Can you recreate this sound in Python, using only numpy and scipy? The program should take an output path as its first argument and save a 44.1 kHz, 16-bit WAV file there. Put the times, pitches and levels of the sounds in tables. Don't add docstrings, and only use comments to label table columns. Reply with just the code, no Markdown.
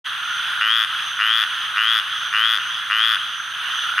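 import sys
import numpy as np
from scipy import signal
from scipy.fft import rfft, irfft, next_fast_len
from scipy.io import wavfile
from scipy.ndimage import uniform_filter1d, minimum_filter1d

SR = 44100
rng = np.random.default_rng(int(sys.argv[2]) if len(sys.argv) > 2 else 0)


def dump_mix(stems):
    frames = np.atleast_2d(stems).T
    limited = np.clip(frames, -1, 1)
    pcm = np.round(limited * 32767).astype(np.int16)
    wavfile.write(sys.argv[1], SR, pcm)


N = 176400
T = np.arange(N) / SR
MS = 1e-3
MARGIN_S = .02
PULSE_T = np.arange(-round(MARGIN_S * SR), round(MARGIN_S * SR)) / SR


# (time [s], length [s], level [dB], head start of the sac's filling [s])
NEAR_CROAKS = [(.6130, .2349, 0, .014), (1.1931, .2451, 0, -.002), (1.7631, .2356, 0, .001),
               (2.3297, .2446, 0, .002), (2.9023, .2546, 0, .002), (3.9821, .2449, 1, .012)]
# (time [s], level [dB])
SLACK_KNOCKS = [(1.451, -2), (2.586, 2), (2.598, -11), (3.168, -2)]
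# (frequency [Hz], left minus right [dB])
NEAR_PAN = [(500, 2), (1400, -0.5), (2800, 2), (3400, 5.5), (5000, 3.5), (9000, 0)]
def near_frog():
    x = np.zeros(N)
    for s, db in SLACK_KNOCKS:
        add(x, s - MARGIN_S, amp(db) * knock(PULSE_T))
    for s, length, db, head_s in NEAR_CROAKS:
        add(x, s - MARGIN_S, amp(db) * croak(length, head_s))
    return panned(x, NEAR_PAN) + amp(-39) * air(x)


def croak(length, head_s=0, pitch=1):
    x = np.zeros(int((length + 3 * MARGIN_S) * SR))
    times = pulse_times(length, per_s=110.3 * pitch)
    for s, (uneven, detune, damping) in zip(times, rng.standard_normal((len(times), 3))):
        t = PULSE_T + round(s * SR) / SR - s
        fill_s = max(s + head_s, 0)
        strength = amp(.4 * uneven - 1.5 * np.exp((s - length) / .012))
        push = amp(6 * np.exp(-fill_s / .035) - 7.5 * np.exp(-fill_s / .008))
        pulse = push * (blip(t, pitch) + knock(t, pitch)) + vocal_sac(t, fill_s, pitch, detune, damping)
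        add(x, s, strength * pulse)
    return x


def pulse_times(length, per_s, settle_s=.06, tire_s=.012):
    age = np.linspace(0, length, round(length * per_s) + 1)[1:]
    gaps = 1 + .085 * np.exp(-age / settle_s) + .15 * np.exp((age - length) / tire_s)
    times = np.append(0, np.cumsum(gaps)) * length / gaps.sum()
    return times + .045 * MS * rng.standard_normal(len(times))


# (frequency [Hz], level [dB])
KNOCK_TONE = [(300, -63), (700, -38.5), (950, -28.5), (1220, -8), (1500, -2.5), (1950, -14), (2200, -27),
              (2400, -33), (2650, -31.5), (2950, -20.5), (3600, -22), (4300, -41), (5000, -34), (5700, -41),
              (7600, -59), (9500, -45), (12000, -53), (15500, -56)]
# (frequency [Hz], early arrival [ms])
KNOCK_SWEEP = [(900, 1.0), (1250, .65), (1600, .3), (2100, .05), (3000, -.1), (5000, -.4)]
def knock(t, pitch=1):
    tone = [(hz * pitch, db) for hz, db in KNOCK_TONE]
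    return amp(24.5) * colour(np.sinc(t * SR), tone, lead=KNOCK_SWEEP)


def blip(t, pitch, lead_ms=1.8, width_ms=.45):
    age = t + lead_ms * MS
    return amp(-16) * np.exp(-(age / (width_ms * MS)) ** 2) * np.cos(2 * np.pi * 1950 * pitch * age)


# (time [s], level [dB], decay [ms])
SAC_RING = [(0, -21, 1.2), (0.019, -5, 2.14), (.08, -8.5, 2.6), (.125, -5, 2.8), (.18, -4.5, 1.9),
            (.25, -7, 1.7)]
# (time [s], frequency [Hz])
SAC_NOTE = [(.02, 2810), (.08, 3020), (.13, 3310), (.18, 3375), (.24, 3420)]
# (frequency [Hz], level [dB])
SAC_TONE = [(1500, -13), (2300, -4), (2800, -1), (3450, -1.5), (3800, -10.5), (4400, -29), (6000, -2)]
def vocal_sac(t, fill_s, pitch, detune, damping):
    times, levels, decays = np.transpose(SAC_RING)
    level = amp(np.interp(fill_s, times, levels))
    decay_s = np.interp(fill_s, times, decays) * MS * np.exp(.027 * damping)
    hz = np.interp(fill_s, *np.transpose(SAC_NOTE)) * pitch + 8 * detune
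    age = np.maximum(t + .15 * MS, 0)
    onset = 1 - np.exp(-(age / (.25 * MS)) ** 2)
    envelope = onset * np.exp(-age / decay_s)
    snap = 1 + 1.1 * np.exp(-age / (.45 * MS))
    ring = colour(snap * envelope * np.sin(2 * np.pi * hz * age), SAC_TONE)
    distortion = level * overload_crackle(t, age, onset, fill_s) + envelope * alias_tones(age, fill_s)
    return level * ring + distortion


# (frequency [Hz], level [dB])
CRACKLE_TONE = [(3000, -36), (4400, -1.5), (4800, 3), (5350, 0.5), (5700, -8.5), (6400, -4), (7600, -27),
                (9000, -6), (10300, -3), (12000, -17), (15500, -33)]
def overload_crackle(t, age, onset, fill_s, decay_ms=1.38, growth_db_per_s=41.5):
    burst = onset * np.exp(-age / (decay_ms * MS)) * rng.standard_normal(len(age))
    click = amp(12.5) * np.sinc(t * SR)
    return amp(-25 + growth_db_per_s * fill_s) * colour(burst + click, CRACKLE_TONE)


# (peak time [s], spread [s], frequency [Hz], glide [Hz/s], level [dB])
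ALIAS_TONES = [(.195, .055, 13650, -15000, -33), (.075, .025, 12550, -16000, -35),
               (.195, .035, 11100, -6000, -36)]
def alias_tones(age, fill_s):
    x = np.zeros(len(age))
    for peak_s, spread_s, hz, glide, db in ALIAS_TONES:
        late_s = fill_s - peak_s
        level = amp(db) * np.exp(-(late_s / spread_s) ** 2)
        x += level * np.sin(2 * np.pi * (hz + glide * late_s) * age)
    return x


# (time [s], length [s], level [dB])
ANSWERS = [(0.287, .25, -16), (0.832, 0.23, -18), (1.392, 0.27, -15.5), (2.001, 0.26, -13.5),
           (2.581, 0.22, -12), (3.097, 0.26, -14), (3.638, 0.22, -14)]
# (frequency [Hz], level [dB])
ANSWER_TONE = [(1000, 3), (1600, -5.5), (3200, 0), (5000, 2.5), (12000, -9)]
def neighbour(wet_db=-3.5):
    x = np.zeros(N)
    for s, length, db in ANSWERS:
        add(x, s - MARGIN_S, amp(db) * croak(length))
    x = colour(x, ANSWER_TONE)
    return (x + amp(wet_db) * air(x)) / np.hypot(1, amp(wet_db))


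# (frequency [Hz], level [dB])
CHORUS_TONE = [(600, -3), (1400, 2), (2200, -17), (3000, 4), (3600, 0), (5000, 5), (12000, 2)]
def chorus(count=14):
    x = np.zeros(N)
    for k, (smallness, pace) in enumerate(rng.uniform(-1, 1, (count, 2))):
        call = croak(.25, pitch=1 + .067 * smallness)
        every_s = .55 * (1 + .06 * pace)
        for s in (np.arange(-1, 9) + k / count) * every_s:
            add(x, s + .015 * rng.standard_normal(), call * amp(2 * rng.standard_normal()))
    x = colour(x, CHORUS_TONE)
    return amp(-35) * unit(amp(-4) * x + air(x))


# (start [s], end [s], rate [notes/s], level [dB])
TRILLS = [(0.168, .64, 36, -24), (3.798, 4.08, 35, -20)]
def toad(note_s=.015, centre_hz=1427, fade_s=.069):
    x = np.zeros(N)
    progress = np.arange(0, 1, 1 / (note_s * SR))
    for start, end, rate, db in TRILLS:
        for s in np.arange(start, end, 1 / rate):
            hz = centre_hz * (1 - .12 * (progress - .5) + .021 * rng.standard_normal())
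            note = np.sin(np.pi * progress) * np.sin(2 * np.pi * np.cumsum(hz) / SR)
            fade = min((s - start) / fade_s, (end - s) / fade_s, 1)
            add(x, s, amp(db) * fade * note)
    return (x + amp(-9) * air(x)) * amp([[-1.5], [1.5]])


# (peak time [s], half length [s], level [dB])
BUZZES = [(0.334, .13, -43.5), (1.09, 0.11, -42.5), (1.607, 0.18, -50), (2.235, 0.11, -43),
          (2.66, 0.12, -43.5), (3.41, 0.12, -44), (3.8, 0.12, -41.5)]
def insects(centre_hz=6106, width_hz=230, steady_db=-48.5):
    hz = np.fft.rfftfreq(N, 1 / SR)
    band = np.exp(-.5 * ((hz - centre_hz) / width_hz) ** 2)
    buzz = irfft(paired(*rfft(rng.standard_normal((2, N))), hz) * band, N)
    swell_power = sum(amp(db) ** 2 * np.exp(-2 * ((T - s) / half) ** 2) for s, half, db in BUZZES)
    return unit(buzz) * np.sqrt(amp(steady_db) ** 2 + swell_power)


# (time [s], level [dB])
TICKS = [(0.391, -21), (0.4548, -18), (0.5068, -18), (0.533, -24), (0.6027, -16)]
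def ticks(hz=2300, decay_ms=.25):
    x, t = np.zeros(N), T[:SR // 100]
    tick = amp(-6) * np.exp(-t / (decay_ms * MS)) * np.sin(2 * np.pi * hz * t)
    for s, db in TICKS:
        add(x, s, amp(db) * tick)
    return x


# (frequency [Hz], level [dB])
HAZE_TONE = [(300, -36), (450, -35), (700, -24), (950, -14.5), (1200, -3), (1450, 3.5), (1750, -2),
             (2200, -12), (2600, -7), (3000, -2.5), (3450, -1.5), (3900, -12.5), (4500, -22.5), (5500, -35),
             (6500, -30), (7400, -39.5), (8200, -31), (9300, -25.5), (11000, -30), (12500, -36),
             (14000, -36.5), (15700, -49)]
def far_haze():
    hz, frames = np.fft.rfftfreq(256, 1 / SR), N // 64 + 5
    a, b, c, d, patches = rng.standard_normal((5, frames, len(hz)))
    patches = unit(uniform_filter1d(uniform_filter1d(patches, size=5, axis=0), size=5, axis=1))
    flicker = unit(uniform_filter1d(rng.standard_normal(frames), size=3))[:, None]
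    ripple_db = (2 * patches + .07 * flicker) / (1 + (hz / 6000) ** 2)
    spectra = paired(a + 1j * b, c + 1j * d, hz) * amp(ripple_db)
    x = signal.istft(spectra.transpose(0, 2, 1), nperseg=256, noverlap=192)[1][:, :N]
    return amp(-29.5) * unit(colour(x, HAZE_TONE))


# (frequency [Hz], level [dB])
RUMBLE_TONE = [(20, -10), (45, -2), (80, 0.5), (130, 6), (190, -1), (300, -3), (500, -21), (1000, -29)]
# (frequency [Hz], level [dB])
HUM_TONES = [(118.4, -69), (145.3, -67)]
def rumble():
    x = amp(-61.5) * unit(colour(rng.standard_normal(N), RUMBLE_TONE))
    for hz, db in HUM_TONES:
        drift = rng.standard_normal(30) + 1j * rng.standard_normal(30)
        waver = np.interp(T, np.linspace(0, T[-1], 30), 1 + .5 * drift)
        x += amp(db) * unit((waver * np.exp(2j * np.pi * hz * T)).real)
    return x


# (frequency [Hz], time to fall 60 dB [s])
AIR_T60 = [(500, 0.45), (3000, 0.35), (12000, 0.26)]
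def air(x):
    hz, t, noise = signal.stft(rng.standard_normal((2, SR // 2)), SR, nperseg=256)
    decay = amp(-60 * t / read(AIR_T60, hz)[:, None])
    tail = signal.istft(paired(*noise, hz[:, None]) * decay, SR, nperseg=256)[1]
    return signal.fftconvolve(x[None], tail / np.linalg.norm(tail[0]), axes=1)[:, :N]


# (frequency [Hz], left-right correlation [0-1])
LIKENESS = [(130, 0.98), (640, 0.97), (1400, 0.81), (3100, 0.8), (7000, 0.88), (15000, 0.93)]
def paired(a, b, hz):
    same = np.clip(read(LIKENESS, hz), -1, 1)
    return np.array([a, same * a + np.sqrt(1 - same ** 2) * b])


def amp(db):
    return 10 ** (np.asarray(db) / 20)


def unit(x):
    return x / np.sqrt(np.mean(x ** 2) + 1e-20)


def read(points, hz):
    f, value = np.transpose(points)
    return np.interp(np.log(hz + 1), np.log(f + 1), value)


def colour(x, points, share=1, lead=None):
    n = next_fast_len(x.shape[-1] + 512)
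    hz = np.fft.rfftfreq(n, 1 / SR)
    turns = np.cumsum(read(lead, hz)) * MS * SR / n if lead else 0
    response = amp(share * read(points, hz)) * np.exp(2j * np.pi * turns)
    return irfft(rfft(x, n) * response, n)[..., :x.shape[-1]]


def panned(x, points):
    left, right = np.broadcast_to(x, (2, N))
    return np.array([colour(left, points, .5), colour(right, points, -.5)])


def add(mix, s, sound):
    i = int(round(s * SR))
    part = mix[max(i, 0):][:max(len(sound) + min(i, 0), 0)]
    part += sound[max(-i, 0):][:len(part)]


# (time [s], level [dB])
CHORUS_SWELL = [(0, 3), (.25, 2.5), (.55, 5), (.75, 0.5), (1.0, 5), (1.15, 2), (1.55, 3.5), (1.9, 2.5),
                (2.2, 2.5), (2.5, 2), (2.85, 1.5), (3.2, 2.5), (3.39, -1), (3.53, 1), (3.64, 4), (4, 3)]
# (frequency [Hz], left minus right [dB])
FAR_PAN = [(60, 0.0), (130, 0.0), (290, 1.5), (640, -1), (1410, -2), (3100, -1.0), (6820, 0.5),
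           (15000, 0.0)]
def scene():
    swell = amp(np.interp(T, *np.transpose(CHORUS_SWELL)))
    far = (chorus() + far_haze()) * swell + neighbour()
    return near_frog() + panned(far, FAR_PAN) + toad() + insects() + ticks() + rumble()


def record(dry, ceiling_db=-3.9, recover_db_per_s=36, edge_hz=15750):
    over_db = np.maximum(20 * np.log10(abs(dry).max(0) + 1e-9) - ceiling_db, 0)
    recovery_db = T * recover_db_per_s
    held_db = np.maximum.accumulate(over_db + recovery_db) - recovery_db
    duck_db = uniform_filter1d(minimum_filter1d(-held_db, size=60), size=60)
    fade_in = np.clip((T - .042) / .019, 0, 1)
    lowpass = signal.firwin(511, edge_hz, window=("kaiser", 9), fs=SR)
    return signal.oaconvolve(dry * amp(duck_db) * fade_in, lowpass[None], "same")


dry = scene()
out = record(dry)
dump_mix(out)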